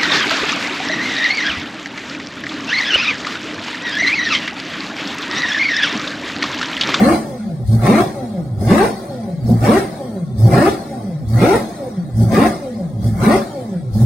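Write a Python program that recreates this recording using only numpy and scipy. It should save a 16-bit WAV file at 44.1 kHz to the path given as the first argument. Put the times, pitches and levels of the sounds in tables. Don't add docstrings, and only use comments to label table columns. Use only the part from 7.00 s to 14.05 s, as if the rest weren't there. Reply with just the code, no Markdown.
import sys
import numpy as np
from scipy import signal
from scipy.fft import rfft, irfft, next_fast_len
from scipy.io import wavfile
from scipy.ndimage import uniform_filter1d

SR = 44100
rng = np.random.default_rng(int(sys.argv[2]) if len(sys.argv) > 2 else 0)


def gain_from_db(level_db):
    decades = np.asarray(level_db, float) / 20
    return 10 ** decades


def master(y):
    cut = np.clip(np.atleast_2d(y).T, -1, 1)
    pcm = np.round(cut * 32767)
    wavfile.write(sys.argv[1], SR, pcm.astype(np.int16))


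N = 310905

# [f/Hz, correlation]
ALIKE = [(30, .96), (70, .78), (290, .95), (640, 0.27), (1200, 0.17), (2200, 0.56), (4000, 0.17),
         (15000, 0.1)]
# [catch t/s, lowest firing rate f/Hz, kick t/s, kick level/dB, air level/dB]
CATCHES = [
    (.66, 99.96, .74, -10, -40.5),
    (1.59, 84.85, 1.686, -12.5, -39.5),
    (2.453, 115, 2.51, -8.5, -40.5),
    (3.372, 100.9, 3.456, -7, -37.5),
    (4.27, 103.1, 4.355, -10.5, -41),
    (5.152, 107.9, 5.222, -8.5, -39),
    (6.012, 89, 6.07, -13, -41),
    (6.925, 99.97, 7.022, -8.5, -38.5),
]
# [floored t/s, pull t/s, firing rate in the stumble f/Hz, lift t/s, top firing rate f/Hz]
REVS = [
    (-.062, -.026, 110, .13, 353.1),
    (0.823, .855, 105.1, 1.0, 357),
    (1.676, 1.686, 99.1, 1.84, 453.1),
    (2.619, 2.664, 113, 2.772, 405.3),
    (3.502, 3.546, 118.1, 3.68, 408.7),
    (4.38, 4.398, 116.9, 4.548, 466),
    (5.312, 5.354, 90.95, 5.462, 361.8),
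    (6.208, 6.244, 84.03, 6.352, 384.7),
]


def unit(x):
    return x / np.sqrt(np.mean(x ** 2) + 1e-20)


def along(points, hz):
    f, v = np.transpose(points)
    return np.interp(np.log(hz + 1), np.log(f + 1), v)


def filtered(x, response):
    m = next_fast_len(N + SR // 4)
    return irfft(rfft(x, m) * response(np.fft.rfftfreq(m, 1 / SR)), m)[..., :N]


def steady(x, seconds):
    size = int(seconds * SR)
    power = uniform_filter1d(uniform_filter1d(np.mean(x ** 2, axis=0), size), size)
    return x / np.sqrt(np.abs(power) + 1e-12)


def wobble(rate):
    return np.interp(np.arange(N) * rate / SR, np.arange(500), rng.standard_normal(500))


def per_sample(s, values):
    order = np.argsort(s)
    return np.interp(np.arange(N) / SR, s[order], values[order])


def patchy(x, depth_db):
    z = signal.stft(x, nperseg=1024)[2]
    field = uniform_filter1d(rng.standard_normal(z.shape[1:]), size=2, axis=0)
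    field = unit(uniform_filter1d(field, size=5, axis=1))
    gain_db = depth_db * field - 6 * depth_db * (field < -.5)
    return signal.istft(z * gain_from_db(gain_db), nperseg=1024)[1][:, :N]


def rush(spectrum, gate, clean=0):
    # [f/Hz, lead of the left/rad]
    port_lead = [(0, 0), (780, 0.1), (1210, -5.0), (2070, -6.2), (3360, -6.9), (4390, 5.7), (5000, 6.3),
                 (6460, -0.2), (7410, -0.3), (8350, 3.7), (11300, 2.1), (12000, 9.8), (13300, 12.2),
                 (15900, 6.7)]

    def mid_and_side(hz):
        turn = np.arccos(np.clip(along(ALIKE, hz), -1, 1)) / 2
        return gain_from_db(along(spectrum, hz)) * [np.cos(turn), np.sin(turn)]

    pair = gate * rng.standard_normal((2, N)) + clean
    mid, side = filtered(pair, mid_and_side)
    return filtered(np.array([mid + side, mid - side]),
                    lambda hz: np.exp(.5j * along(port_lead, hz) * [[1], [-1]]))


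def speed():
    kick_hz, bite_hz, pull_hz = 119.05, 121, 150.23
    stumble_s, bite_s, hang_s = .065, .025, .04
    drag_per_s, drag_grows = 1.25, 2.5
    catch, low_hz, kick, *_ = np.transpose(CATCHES)
    _, pull, sag_hz, lift, top_hz = np.transpose(REVS)
    since = np.linspace(0, 1, 12)[:, None] * (catch - lift - hang_s)
    fall = np.exp(-drag_per_s * (top_hz / 400) ** drag_grows * since)
    coast_hz = low_hz + (top_hz - low_hz) * (fall - fall[-1]) / (1 - fall[-1])
    s = [kick, pull - stumble_s, pull - bite_s, pull, lift, *(lift + hang_s + since)]
    hz = [kick_hz + 0 * kick, sag_hz, bite_hz + 0 * pull, pull_hz + 0 * pull, top_hz, *coast_hz]
    return per_sample(np.ravel(s), np.ravel(hz))


def effort(start, end, db, shape):
    before, after, attack_db, release_db = shape
    t = np.arange(0, N + 64, 64)[:, None] / SR
    rising_db = attack_db * np.clip(start - before - t, 0, None)
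    dying_db = release_db * np.clip(t - end - after, 0, None)
    return per_sample(t[:, 0], np.sum(gain_from_db(2 * (db - rising_db - dying_db)), axis=1))


def levels(hz):
    # [f/Hz, level/dB]
    coasting = [(100, -20.5), (135, -25), (178, -20.5), (215, -25.5), (265, -25.5), (310, -29)]
    pulling = [(120, -10.5), (170, -12.5), (222, -8), (290, -11), (400, -12)]
    # (start before s, end after s, attack dB per s, release dB per s)
    note_rev, note_kick = (-0.0233, 0.0055, 283, 156), (0.0032, 0.0074, 170, 155)
    roar_rev, roar_kick = (-0.0455, 0.0052, 252, 197), (.01, .02, 144, 120)
    hiss_rev, hiss_kick = (-0.0361, 0.0141, 220, 163), (0.0099, 0.01, 226, 310)
    gasp, dab, miss = (-.018, .02, 650, 200), (-.018, -.015, 600, 300), (.0, .018, 200, 700)
    lumps, backfire = (0.01, 0, 496, 200), (-.004, 0, 245, 250)
    missed = 0.55

    catch, _, kick, kick_db, air_db = np.transpose(CATCHES)
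    floored, _, _, lift, _ = np.transpose(REVS)
    stumble_end = np.append(floored[1:], N / SR + 1)

    def coast(db_at_100_hz, db_per_octave):
        return gain_from_db(2 * (db_at_100_hz + db_per_octave * np.log2(hz / 100)))

    note = gain_from_db(2 * along(coasting, hz)) * (1 - np.clip(missed * effort(catch, catch, 0, miss), 0, .95))
    note = note + effort(catch + 0.013, kick, kick_db - 8, gasp) + effort(kick, kick, kick_db, note_kick)
    note = note + gain_from_db(2 * along(pulling, hz)) * effort(floored, lift, 0, note_rev)

    roar = coast(-51.5, 6.5) + effort(kick, kick, air_db - 3, roar_kick) + effort(floored, lift, -18, roar_rev)

    hiss = coast(-57, 7.5) + effort(catch, kick, air_db - 3.5, gasp) + effort(kick, kick, air_db, hiss_kick)
    hiss = hiss + effort(catch, stumble_end, air_db - 8.5, dab) + effort(floored, lift, -30.5, hiss_rev)

    throb = coast(-52, 2) + effort(catch, stumble_end, -27, lumps)
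    throb = throb + effort(floored, lift, -38, note_rev) + effort(lift, lift, -30.5, backfire)

    note_db, roar_db, hiss_db, throb_db = 10 * np.log10([note, roar, hiss, throb])
    return note_db, roar_db, hiss_db, throb_db, np.clip(effort(catch, stumble_end, 0, dab), 0, 1)


def firings(turns, load, scatter_db, jitter):
    # [level/dB, lateness/firings]
    rotors = [(-5, 0.0045), (-5.5, 0.026), (-6, -0.035), (-7.5, 0.0067)]
    count = np.arange(1, int(turns[-1]) - 1)
    size_db, late = np.array(rotors)[count % len(rotors)].T
    luck = rng.standard_normal((4000, 2))[count]
    uneven = 0.22 + np.interp(count, turns, load)
    at = np.interp(count + late + jitter * uneven * luck[:, 0], turns, np.arange(N))
    return np.bincount(at.astype(int), gain_from_db(size_db + scatter_db * uneven * luck[:, 1]), N)


def tone(turns, load):
    # [order, level under load/dB, level coasting/dB]
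    orders = [(.25, -15.5, -16), (.5, -30, -7), (.75, -8, -28), (1, 2.5, 4), (1.5, -26, -11), (2, -3, -1.5),
              (3, -12.5, -9), (4, -11.5, -17), (5, -19.5, -45)]
    total = 0
    for k, on_db, off_db in orders:
        level_db = load * on_db + (1 - load) * off_db + (5.5 - 2 * load) * wobble(45)
        phase = 2 * np.pi * k * turns + (.35 + .2 * load) * wobble(60)
        total = total + gain_from_db(level_db) * np.cos(phase)
    return total


def pipe(f):
    # [f/Hz, width/Hz, level/dB]
    modes = [(112.4, 18, 3), (174.3, 16, 7.5), (219.2, 22.6, 3), (255.8, 19, -2.5), (324, 18, -9),
             (357, 5.9, -3), (384.3, 18.6, -3), (502.7, 16.6, 2.5), (572.6, 23.3, 1.5), (649, 6.8, -0.5),
             (710, 67, -1), (750, 20, -13.5), (771.4, 37.5, 2.5)]
    return sum((-1) ** k * gain_from_db(db) * 1j * f * w / (c * c - f * f + 1j * f * w)
               for k, (c, w, db) in enumerate(modes))


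def blown(f):
    return 1j * f * 600 / (330 ** 2 - f * f + 1j * f * 600) / (1 + (f / 900) ** 8)


def yard(x, wet_db):
    # [left t/s, right t/s, level/dB]
    bounces = [
        (.0021, 0.0018, -12.5),
        (.0074, 0.0079, -19.5),
        (0.018, 0.0154, -28.5),
        (.041, .038, -23.5),
    ]
    # [f/Hz, t60/s]
    ringing = [(100, 0.27), (500, 0.3), (2000, 0.47), (10000, 0.16)]
    hz, t, (a, b) = signal.stft(rng.standard_normal((2, SR)), SR, nperseg=256)
    alike = np.clip(along(ALIKE, hz), 0, 1)[:, None]
    z = np.array([a, alike * a + np.sqrt(1 - alike ** 2) * b])
    z = z * gain_from_db(-60 * t / along(ringing, hz)[:, None])
    tail = signal.istft(z, SR, nperseg=256)[1]
    answer = np.pad(gain_from_db(wet_db) * tail / np.linalg.norm(tail[0]), ((0, 0), (1300, 0)))
    answer[:, 0] += 1
    for left, right, db in bounces:
        answer[[0, 1], [int(left * SR), int(right * SR)]] += gain_from_db(db)
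    return signal.fftconvolve(x[None], answer, axes=1)[:, :N]


def exhaust_note(hz, turns, load, through, puffs, note_db, roar_db):
    # [f/Hz, level/dB per Hz]
    burble_spectrum = [(60, -27), (110, -6.5), (200, 1.5), (320, 1.5), (450, -10), (560, -6), (800, -9.5),
                       (900, -19.5), (1100, -42.5)]
    modes_fade, straight = 0.68, 1.33
    lumpy = rng.standard_normal(N) * (0.73 + 0.33 * puffs)
    burble = unit(filtered(lumpy, lambda f: gain_from_db(along(burble_spectrum, f))))
    burble = gain_from_db(.5 * (roar_db - note_db + 18.5) * (1 - through)) * burble
    rough = gain_from_db(.7 * note_db) * (gain_from_db(-15) * puffs + gain_from_db(-13) * burble)
    cut_db = -(1 - load) * np.clip(hz - 290, 0, 90) / 8
    drive = gain_from_db(.7 * note_db + cut_db) * unit(tone(turns, load)) + rough
    ringing = filtered(drive - modes_fade * through * rough, pipe)
    passing = filtered((0.08 + straight * through) * drive, blown)
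    by_the_body = gain_from_db(.7 * note_db - 12) * burble
    return yard(ringing + passing + by_the_body, wet_db=-11)


def gas_roar(hz, load, pulses, puffs, roar_db, dab):
    # [f/Hz, level/dB per Hz]
    roar_spectrum = [(410, -47), (700, -2.5), (803, -7), (915, -14), (1050, -5), (1300, -11.5),
                     (1410, -9.5), (1530, -16), (1870, -13.5), (2130, -15.5), (2900, -27), (3770, -83),
                     (6380, -120)]
    roar = rush(roar_spectrum, 2.1 + 0.37 * puffs, clean=1.26 * load * unit(pulses))
    roar = patchy(roar, depth_db=3.2)
    edge = filtered(roar, lambda f: f > 2300)
    slow = np.clip((-30 - roar_db) / 14, 0, 1) * np.clip((230 - hz) / 200, .25, 1)
    return roar - edge * np.maximum(.9 * dab, slow)


def intake_hiss(puffs, hiss_db, dab):
    # [f/Hz, level/dB per Hz]
    intake_spectrum = [(1850, -13), (3150, 4), (3420, -2), (3760, -2), (4080, -2), (5460, -4.5),
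                       (7080, -11), (9100, -3.5), (10700, -15.5), (14900, -22.5), (16000, -14)]
    dull_db, bright_db = -6.5, 5.5
    hiss = patchy(rush(intake_spectrum, .8 + .5 * puffs), depth_db=5)
    hiss = filtered(hiss, lambda f: 1 / (1 + (3200 / (f + 1)) ** 30))
    treble_gain = gain_from_db(0.2 * (hiss_db + 40.0) + bright_db * dab)
    hiss = hiss + filtered(hiss, lambda f: f > 10000) * (treble_gain - 1)
    return hiss + filtered(hiss, lambda f: f < 4300) * (gain_from_db(dull_db * dab) - 1)


def low_throb():
    # [f/Hz, level/dB per Hz]
    throb_spectrum = [(15, -52), (30, -1), (50, 4), (72, 18), (95, -5), (140, -46.5)]
    return rush(throb_spectrum, gain_from_db(5 * wobble(25)))


def engine():
    hz = speed()
    note_db, roar_db, hiss_db, throb_db, dab = levels(hz)
    turns = np.cumsum(hz) / SR
    load = np.clip(uniform_filter1d(np.gradient(hz) * SR, size=1300) / 500, 0, 1)
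    through = np.clip(load * (hz - 130) / 120, 0, 1)
    pulses = firings(turns, load, scatter_db=2.5, jitter=.05)
    puff_s = 0.0034
    puffs = unit(signal.lfilter([1], [1, -np.exp(-1 / (puff_s * SR))], pulses))

    note = exhaust_note(hz, turns, load, through, puffs, note_db, roar_db)
    roar = gas_roar(hz, load, pulses, puffs, roar_db, dab)
    hiss = intake_hiss(puffs, hiss_db, dab)
    throb = low_throb()
    putter_db = 1.3 * (1 - through) * wobble(55)
    return (gain_from_db(note_db + putter_db) * steady(note, 0.06) + gain_from_db(roar_db) * steady(roar, 0.086)
            + gain_from_db(hiss_db) * steady(hiss, 0.075) + gain_from_db(throb_db) * steady(throb, 0.061))


def scene():
    # [f/Hz, left minus right level/dB]
    balance = [(60, 1.5), (110, -0.5), (200, 0.5), (380, -1), (700, 2), (1290, -0.5), (2380, 0.0),
               (4400, 5.5), (8120, 2), (15000, 9.5)]
    return filtered(engine(), lambda hz: gain_from_db(along(balance, hz) * np.array([[.5], [-.5]])))


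def top_cut(x):
    return signal.sosfilt(signal.butter(12, 15830, fs=SR, output="sos"), x)


def record(dry):
    held = dry / (1 + np.abs(dry / .98) ** 5) ** (1 / 5)
    held = filtered(held, lambda hz: hz < 15830)
    return top_cut(held)


dry = scene()
out = record(dry)
master(out)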